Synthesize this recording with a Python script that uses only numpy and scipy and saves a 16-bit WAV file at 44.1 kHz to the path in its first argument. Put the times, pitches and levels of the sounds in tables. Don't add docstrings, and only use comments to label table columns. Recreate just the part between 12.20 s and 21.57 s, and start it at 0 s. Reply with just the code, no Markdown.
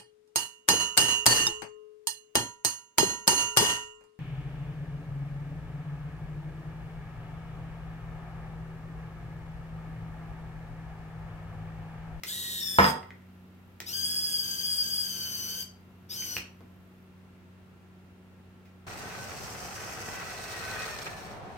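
import sys
import numpy as np
from scipy import signal
from scipy.fft import rfft, irfft, next_fast_len
from scipy.io import wavfile

SR = 44100
rng = np.random.default_rng(int(sys.argv[2]) if len(sys.argv) > 2 else 0)


def log_audio(samples):
    frames = np.atleast_2d(samples).T
    limited = np.clip(frames, -1, 1)
    pcm = np.round(limited * 32767).astype(np.int16)
    wavfile.write(sys.argv[1], SR, pcm)


N = 413216
T = np.arange(N) / SR

# on and off in seconds, whine gain in dB, brush level in dB.
WINCH_PULLS = [(0.055, 0.719, 0.5, -43), (1.655, 3.439, -1.5, -43), (3.888, 4.191, -2, -44.5)]
# time in seconds, mesh rate in Hz.
WINCH_MESH_HZ = [(0.17, 1929), (0.38, 1860), (0.44, 1789), (0.565, 1752), (0.72, 1626), (1.81, 1599),
                 (1.89, 1645), (2.1, 1637), (2.27, 1581), (2.42, 1590), (2.5, 1629), (2.68, 1587),
                 (2.8, 1629), (2.92, 1554), (3.27, 1512), (3.42, 1573), (4.02, 1544), (4.17, 1453)]
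# mesh multiple, gain in dB, further gain in dB while the cable is slack.
WINCH_HARMONICS = [(1, -1.5, -1), (2, 0, -1.5), (3, -0.5, -11.5), (4, 1, -12), (5, 1, -13), (6, -5, -12)]
# centre in Hz, width in Hz, peak level in dB.
HOUSING_MODES = [(1780, 300, -47.5), (3203, 220, -42.5), (3650, 280, -38.5), (4888, 196, -30),
                 (5390, 210, -37), (6000, 380, -41), (7140, 178, -51.5), (8183, 234, -41),
                 (8790, 120, -46.5), (9800, 220, -36.5)]
# frequency in Hz, relative density in dB.
BRUSH_SPECTRUM = [(6000, -34), (10500, -13), (11700, -9), (12500, -5), (13400, -2), (14400, -16),
                  (14900, -16), (16000, -18)]
SLACK_SPECTRUM = [(700, -21), (2400, -17), (3000, 2.5), (3650, 5.5), (4300, 5), (5600, -7), (7000, 2.5),
                  (8200, 7.5), (9300, -12), (9800, 2.5), (10800, -7), (16000, -22)]
TAUT_SPECTRUM = [(700, -10.5), (2300, -6.5), (3200, 4), (4100, -6.5), (5200, 11.5), (6200, -3),
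                 (7200, -1.5), (8300, 0.5), (10400, -21), (16000, -11)]
RUMBLE_SPECTRUM = [(70, -5), (110, -0.5), (180, -2.5), (290, -5), (470, -7), (700, -15), (1500, -13.5),
                   (2500, -24.5)]
# frequency in Hz, left minus right in dB.
WINCH_BALANCE = [(400, 1), (1600, -6), (3200, -2.5), (4800, 3.5), (6400, 6), (8200, -4), (11000, 0.5),
                 (13000, 9), (15500, 9)]
FIGURE_BALANCE = [(60, -1.5), (130, 2), (290, -4), (640, 3), (1410, -4.5), (3100, -2.5), (6820, -3),
                  (15000, 5.5)]
# start in seconds, level in dB, ring in Hz,
# relative snap in dB, relative knock in dB, T60 of ring and snap in seconds.
PLASTIC_CLICKS = [(0.035, -30.5, 2080, 3, -17, 0.021), (0.424, -44, 3200, -2, -22, 0.02),
                  (.83, -43, 2000, -32, -10, 0.031), (.906, -39, 2000, -35, -14.5, 0.015),
                  (1.022, -57, 1990, -26, -20, 0.035), (1.6028, -30.5, 1900, 3, -21.5, 0.013),
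                  (4.023, -42, 2300, -18, -30, 0.016), (4.1671, -22, 2530, -8, -20.5, 0.0092),
                  (4.18, -41, 2900, 5.5, -27, 0.04), (4.407, -46.5, 1100, -18, -4, 0.019),
                  (5.15, -64, 2200, -22, -20, 0.21), (6.454, -60, 2070, -5, -24, 0.14)]

# start in seconds, table level in dB, clack level in dB.
FIGURE_BLOWS = [(0.5858, -8.5, -18.5), (.594, -17.5, -36), (.619, -25.5, -28.5), (.637, -16.5, -34.5),
                (0.641, -33.5, -18.5), (.675, -35, -26)]
# frequency in Hz, relative level in dB, T60 in seconds.
TABLE_MODES = [(81, -9, .3), (145, -8, 0.27), (172, -13, 0.44), (197, -6.5, 0.307), (246, -12, 0.27),
               (447, -2.5, 0.22), (488, -11, 0.12), (756, -6.5, 0.23), (902.6, 3.5, 0.15), (1025, -1, 0.14),
               (1158, -0.5, 0.26), (1298, 4.5, 0.13), (1734, -9, .2), (1900, -23, 0.465)]
# frequency in Hz, relative density in dB.
THUD_SPECTRUM = [(45, -24), (75, -9.5), (130, -7), (200, -6.5), (300, -12.5), (450, -6.5), (620, -6.5),
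                 (900, -7), (1200, -7.5), (1550, -9.5), (2100, -9.5), (3500, -31.5), (6000, -54)]
CLACK_SPECTRUM = [(600, -9), (1200, 5), (2200, -2), (4000, -9), (6500, -18), (12000, -33)]

# time in seconds, gearbox level in dB, crunch level in dB.
DRIVE_LEVELS_DB = [(6.7, -47, -53), (7.29, -48.5, -49), (8.07, -43.5, -48.5), (8.14, -46.5, -47.5),
                   (8.63, -41, -46), (9.13, -54.5, -57.5), (9.22, -67, -73), (9.35, -62, -70)]
# time in seconds, mesh rate in Hz.
DRIVE_MESH_HZ = [(6.68, 632), (8.0, 648.5), (8.5, 638), (8.88, 591.6), (9.37, 561)]
# mesh multiple, gain in dB against the gearbox.
DRIVE_PARTIALS = [(1, -14), (2, -13), (3, -7), (4, -11.5)]
# on and off in seconds, gain in dB against the gearbox.
CONTROLLER_SPANS = [(6.763, 7.14, -5.5), (7.465, 8.796, -7.5)]
# frequency in Hz, relative density in dB.
CHATTER_SPECTRUM = [(330, -12.5), (430, 0), (580, -12.5), (1000, -6.5), (1300, 0.5), (1700, -3),
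                    (1950, -2.5), (2250, -5.5), (2650, -4.5), (2950, -12), (4000, -17.5)]
FINE_SNOW_SPECTRUM = [(1500, -28), (3000, -1), (3700, -16), (4500, -1), (4950, 2), (5500, 2.5), (5900, 3),
                      (6300, 4), (7000, -5), (7550, 0), (8400, -4), (10500, -11), (12800, -8), (16000, -14)]
COARSE_SNOW_SPECTRUM = [(1500, -15), (3000, -3.5), (3650, -2), (4300, 4), (4900, -3.5), (5450, 3),
                        (6400, -2), (7100, -5), (8600, -2.5), (10500, -14.5), (12800, -8.5), (16000, -13)]
# time in seconds, power share of coarse snow.
COARSE_SHARE = [(6.68, 0.8), (7.3, .18), (7.85, .05), (8.3, 1)]
# start in seconds, level in dB.
CRUST_CRACKS = [(8.62, -36), (8.655, -37), (8.787, -35.5), (8.819, -43), (8.866, -44), (8.875, -40)]

# frequency in Hz, relative density in dB.
RUSH_SPECTRUM = [(25, -5), (60, 0), (100, 3), (160, -1), (290, -7.5), (420, -5), (780, -4), (1100, -8.5),
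                 (1600, -15), (4000, -26)]
DRONE_SPECTRUM = [(600, -27), (700, -5), (752, -1), (800, -10), (920, -12.5)]
ROOM_AIR_SPECTRUM = [(22, -15.5), (50, -11), (90, -4), (190, -5), (300, -8.5), (420, -11.5), (600, -15.5),
                     (1400, -18.5), (2600, -23.5), (5000, -34), (9000, -39), (16000, -38.5)]
# frequency in Hz, left-right correlation.
OUTDOOR_COHERENCE = [(60, 0.12), (150, 0.79), (380, 0.83), (950, 0.15), (2380, 0), (5980, 0.04),
                     (15000, 0.0)]
ROOM_COHERENCE = [(30, 0.567), (90, 0.87), (250, 0.56), (700, 0.65), (1500, 0), (16000, 0.015)]
# frequency in Hz, rms level in dB.
HUM_PARTIALS = [(92.4, -58), (146, -75.5), (184.8, -57.5), (242, -68.5), (370, -70), (1362, -78.5),
                (2724, -84)]
# frequency in Hz, T60 in seconds.
KITCHEN_T60_S = [(100, 0.38), (500, 0.45), (2000, 0.33), (5000, 0.31), (9000, 0.26), (15000, 0.13)]


def winch(fizz_db=-79.5, fizz_stop_s=4.87, fizz_rate_hz=46):
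    pulsing = np.exp(.8 * np.cos(2 * np.pi * fizz_rate_hz * T))
    out = from_db(fizz_db) * (T < fizz_stop_s) * colour(rng.standard_normal(N) * pulsing, BRUSH_SPECTRUM)
    for on_s, off_s, whine_db, brush_db in WINCH_PULLS:
        add(out, on_s, winch_pull(on_s, off_s, whine_db, brush_db))
    return from_left(out, WINCH_BALANCE, lead_s=.0003302)


def winch_pull(on_s, off_s, whine_db, brush_db, teeth=10, spin_up_s=.085, taut_at_s=.4):
    t = np.arange(on_s, off_s, 1 / SR)
    running_hz, = in_time(WINCH_MESH_HZ, t)
    taut = ramp(t, taut_at_s, length_s=.038)
    starting = 1 - ramp(t, on_s, spin_up_s)
    mesh_hz = running_hz * (1 - .28 * starting) * (1 + .003 * drift(45.1, len(t)))
    shaft_rad = 2 * np.pi * np.cumsum(mesh_hz / teeth) / SR
    whine = from_db(whine_db - 7 * starting) * gear_whine(shaft_rad, teeth, mesh_hz, taut)
    whine *= ramp(t, off_s, length_s=-.028)
    rumble = chassis_rumble(shaft_rad, running_hz)
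    buzz = from_db(brush_db) * brush_buzz(shaft_rad)
    rattle = from_db(3 * starting) * gear_rattle(shaft_rad, taut)
    power = ramp(t, on_s, length_s=.03) * ramp(t, off_s, length_s=-.0086)
    return (whine + rumble + buzz + rattle) * power


def gear_whine(shaft_rad, teeth, mesh_hz, taut, play_rad=.1, wobble_rad=.066, swell_db=1.6):
    size = len(shaft_rad)
    mesh_rad = teeth * shaft_rad + play_rad * drift(330, size) + wobble_rad * np.sin(shaft_rad)
    whine = 0
    for k, db, slack_db in WINCH_HARMONICS:
        gain = housing_gain(k * mesh_hz) * from_db(db + slack_db * (1 - taut) + swell_db * drift(50.1, size))
        sway = 1 - .33 * np.sin(shaft_rad + 1) + .3 * drift(300, size)
        whine += gain * sway * np.sqrt(2) * np.sin(k * mesh_rad)
    return whine


def housing_gain(hz, skirt=1.12):
    return np.sqrt(sum(from_db(db) ** 2 / (1 + (2 * (hz - centre_hz) / width_hz) ** 2) ** skirt
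                       for centre_hz, width_hz, db in HOUSING_MODES))


def brush_buzz(shaft_rad, scratch_db=4, spark_depth=.15):
    surface = rms_one(irfft(np.exp(2j * np.pi * rng.random(60)), 2048))
    scratches = np.interp(shaft_rad, np.linspace(0, np.pi, len(surface)), surface, period=np.pi)
    sparks = np.exp(spark_depth * (np.cos(shaft_rad) + np.cos(2 * shaft_rad)) / 2)
    contact = rng.standard_normal(len(shaft_rad)) + from_db(scratch_db) * scratches
    return colour(contact * sparks, BRUSH_SPECTRUM)


def gear_rattle(shaft_rad, taut, slack_db=-39.5, taut_db=-47):
    noise = rng.standard_normal(len(shaft_rad)) * np.exp(.27 * np.cos(shaft_rad))
    loose = from_db(slack_db) * colour(noise, SLACK_SPECTRUM)
    tight = from_db(taut_db) * colour(noise, TAUT_SPECTRUM)
    return (1 - taut) * loose + taut * tight


def chassis_rumble(shaft_rad, running_hz, light_load_hz=1600, full_load_hz=1512):
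    load = np.clip((light_load_hz - running_hz) / (light_load_hz - full_load_hz), 0, 1)
    thrum = rms_one(sum(np.sin(k * shaft_rad + 2 * np.pi * rng.random()) for k in range(2, 20)))
    rumble = colour(rng.standard_normal(len(shaft_rad)), RUMBLE_SPECTRUM)
    return from_db(-64.5 + 9 * load) * thrum + from_db(-58 + 3 * load) * rumble


def plastic_clicks(ring_db=-5, ping_t60_s=.0082):
    out, t = np.zeros((2, N)), T[:SR // 10]
    for start_s, db, hz, snap_db, knock_db, t60_s in PLASTIC_CLICKS:
        ring = burst([(hz / 2, -14), (hz * .8, -9), (hz, 0), (hz * 1.4, -11), (hz * 2, -22)], t60_s)[0]
        snap = burst([(900, -1), (5500, 0), (10000, -14), (16000, 0)], t60_s)
        knock = burst([(110, 1), (400, -6), (1000, -17)], t60_s=.11)[0]
        click = from_db(ring_db) * ring + from_db(snap_db) * snap + from_db(knock_db) * knock
        ping = decay(t, ping_t60_s) * np.sin(2 * np.pi * hz * t)
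        add(out, start_s, from_db(db) * click)
        add(out, start_s, from_db(db) * ping)
    return out


def falling_figure(modes_db=-4, thud_db=-3, slap_db=-4, slap_hz=1030, slap_rise_s=.00085):
    out, t = np.zeros(N), T[:16384]
    hz, db, t60_s = np.transpose(TABLE_MODES)[:, :, None]
    modes = from_db(db) * decay(t, t60_s) * np.sin(2 * np.pi * hz * t)
    modes /= np.sqrt(np.sum(from_db(db) ** 2))
    for start_s, blow_db, clack_db in FIGURE_BLOWS:
        strengths = rng.choice([-1, 1], len(modes)) * from_db(rng.normal(0, .5, len(modes)))
        ring = from_db(modes_db) * (strengths @ modes)
        thud = from_db(thud_db) * burst(THUD_SPECTRUM, t60_s=.081)[0]
        clack = from_db(clack_db) * burst(CLACK_SPECTRUM, t60_s=.041)[0]
        add(out, start_s, from_db(blow_db) * (ring + thud) + clack)
    swell = t / slap_rise_s
    slap = swell * np.exp(1 - swell) * np.sin(2 * np.pi * slap_hz * t)
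    add(out, FIGURE_BLOWS[0][0], from_db(slap_db) * slap)
    return from_left(out, FIGURE_BALANCE, lead_s=.00026)


def drive_gears(play_rad=.37, slip_db=3.5, far_db=-7, approach_at_s=7.58, clunk_at_s=8.865):
    chatter = colour(stereo_noise(OUTDOOR_COHERENCE) * from_db(2.5 * drift(300)), CHATTER_SPECTRUM)
    mesh_hz = in_time(DRIVE_MESH_HZ)[0] * (1 + .012 * drift(14))
    mesh_rad = 2 * np.pi * np.cumsum(mesh_hz) / SR + play_rad * drift(110)
    whine = sum(from_db(db + slip_db * np.array([drift(30), drift(30)])) * np.sin(k * mesh_rad)
                for k, db in DRIVE_PARTIALS)
    whine *= from_db(far_db * (1 - ramp(T, approach_at_s, length_s=.56)))
    gearbox_db, _ = in_time(DRIVE_LEVELS_DB)
    out = from_db(gearbox_db + 2) * (chatter + whine + controller_tone())
    add(out, clunk_at_s, from_db(-34) * burst(CHATTER_SPECTRUM, t60_s=.13))
    return out


def controller_tone(hz=1521, fade_s=.088, flicker_db=3.7):
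    gate = sum(from_db(db) * ramp(T, on_s, fade_s) * ramp(T, off_s, -fade_s)
               for on_s, off_s, db in CONTROLLER_SPANS)
    return gate * from_db(flicker_db * drift(25)) * np.sin(2 * np.pi * hz * T + .5 * drift(35))


def tyres_on_snow():
    _, crunch_db = in_time(DRIVE_LEVELS_DB)
    share = np.clip(in_time(COARSE_SHARE)[0], 0, 1)
    fine = np.sqrt(1 - share) * snow_grains(FINE_SNOW_SPECTRUM)
    coarse = np.sqrt(share) * snow_grains(COARSE_SNOW_SPECTRUM)
    out = from_db(crunch_db + 3) * (fine + coarse)
    for start_s, db in CRUST_CRACKS:
        crack = burst([(900, -7), (1900, -3), (3500, 3), (6500, -1), (12000, -30)], t60_s=.034)
        add(out, start_s, from_db(db) * crack)
    return out


def snow_grains(spectrum, grain_db=1.6, clump_db=2.3, band_hz=330):
    size = next_fast_len(N)
    grit = rfft(stereo_noise(OUTDOOR_COHERENCE) * from_db(grain_db * drift(900)), size)
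    band_set = (bins_hz(size) // band_hz) % 3
    clumps = sum(irfft(grit * (band_set == k), size)[:, :N] * from_db(clump_db * drift(45))
                 for k in range(3))
    return colour(clumps, spectrum)


def outdoor_air(rush_db=-45, gust_db=1, drone_db=-51):
    rush = from_db(rush_db + gust_db * drift(20)) * colour(stereo_noise(OUTDOOR_COHERENCE), RUSH_SPECTRUM)
    return rush + from_db(drone_db) * colour(stereo_noise(OUTDOOR_COHERENCE), DRONE_SPECTRUM)


def room_tone(air_db=-58, waver_rad=.25):
    hum = sum(from_db(db + drift(5)) * np.sqrt(2) * np.sin(2 * np.pi * hz * T + waver_rad * drift(6))
              for hz, db in HUM_PARTIALS)
    return hum + from_db(air_db) * colour(stereo_noise(ROOM_COHERENCE), ROOM_AIR_SPECTRUM)


def kitchen_reverb(x, size=30000, mono_below_hz=420):
    t, hz, centres_hz = T[:size], bins_hz(size), np.array(KITCHEN_T60_S)[:, 0]
    noise, tail = rfft(rng.standard_normal((2, size))), 0
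    noise[1] = np.where(hz < mono_below_hz, noise[0], noise[1])
    for share, (_, t60_s) in zip(np.eye(len(centres_hz)), KITCHEN_T60_S):
        band = irfft(noise * at_hz(np.c_[centres_hz, share], hz), size)
        tail += band * decay(t, t60_s)
    tail = rms_one(tail * ramp(t, .003, length_s=.0015)) / np.sqrt(size)
    return signal.fftconvolve(x, tail, axes=1)[:, :N]


def from_left(x, balance, lead_s):
    size = next_fast_len(N)
    hz = bins_hz(size)
    shading = from_db(at_hz(balance, hz) * [[.5], [-.5]])
    delay = np.exp(-2j * np.pi * hz * lead_s * [[0], [1]])
    return irfft(rfft(x, size) * shading * delay, size)[:, :N]


def stereo_noise(coherence):
    size = next_fast_len(N)
    mid, side = rfft(rng.standard_normal((2, size)))
    alike = np.clip(at_hz(coherence, bins_hz(size)), -1, 1)
    return irfft(np.sqrt(1 + alike) * mid + np.sqrt(1 - alike) * side * [[1], [-1]], size)[:, :N]


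def burst(spectrum, t60_s, size=16384):
    return colour(rng.standard_normal((2, size)), spectrum) * decay(T[:size], t60_s)


def colour(x, spectrum):
    size = next_fast_len(x.shape[-1])
    hz = bins_hz(size)
    skirts = (np.minimum(hz / spectrum[0][0], 1) / np.maximum(hz / spectrum[-1][0], 1)) ** 2
    gain = from_db(at_hz(spectrum, hz)) * skirts
    return rms_one(irfft(rfft(x, size) * gain, size)[..., :x.shape[-1]])


def drift(rate_hz, size=N):
    knots = rng.standard_normal(int(size / SR * rate_hz) + 4)
    return rms_one(np.interp(np.arange(size) / SR * rate_hz, np.arange(len(knots)), knots))


def ramp(t, at_s, length_s):
    return np.clip((t - at_s) / length_s, 0, 1)


def add(out, start_s, sound):
    start = max(int(start_s * SR), 0)
    part = sound[..., :N - start]
    out[..., start:start + part.shape[-1]] += part


def in_time(rows, t=T):
    times_s, *columns = np.transpose(rows)
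    return [np.interp(t, times_s, column) for column in columns]


def at_hz(points, hz):
    points_hz, values = np.transpose(points)
    return np.interp(np.log(np.maximum(hz, 1)), np.log(points_hz), values)


def bins_hz(size):
    return np.fft.rfftfreq(size, 1 / SR)


def decay(t, t60_s):
    return from_db(-60 * t / t60_s)


def from_db(db):
    return 10 ** (np.asarray(db) / 20)


def rms_one(x):
    return x / np.sqrt(np.mean(x ** 2) + 1e-20)


def scene(winch_db=-1, cut_s=6.665, room_fade_s=(7.2, 8.6)):
    motor = from_db(winch_db) * winch()
    fall = falling_figure()
    clicks = plastic_clicks()
    reverb = kitchen_reverb(from_db(-5) * motor + from_db(-3) * fall + from_db(-2) * clicks)
    room = room_tone() * np.interp(T, room_fade_s, [1, 0])
    outdoors = drive_gears() + outdoor_air() + tyres_on_snow()
    cut = ramp(T, cut_s, length_s=.005)
    return (motor + fall + clicks + reverb) * (1 - cut) + room + outdoors * cut


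def record(dry, low_cut_hz=36, ceiling=.92, high_cut_hz=15800):
    low_cut = signal.butter(2, low_cut_hz, "high", fs=SR, output="sos")
    high_cut = signal.ellip(10, .1, 80, high_cut_hz, fs=SR, output="sos")
    clipped = np.clip(signal.sosfilt(low_cut, dry), -ceiling, ceiling)
    return signal.sosfilt(high_cut, clipped)


dry = scene()
out = record(dry)
log_audio(out)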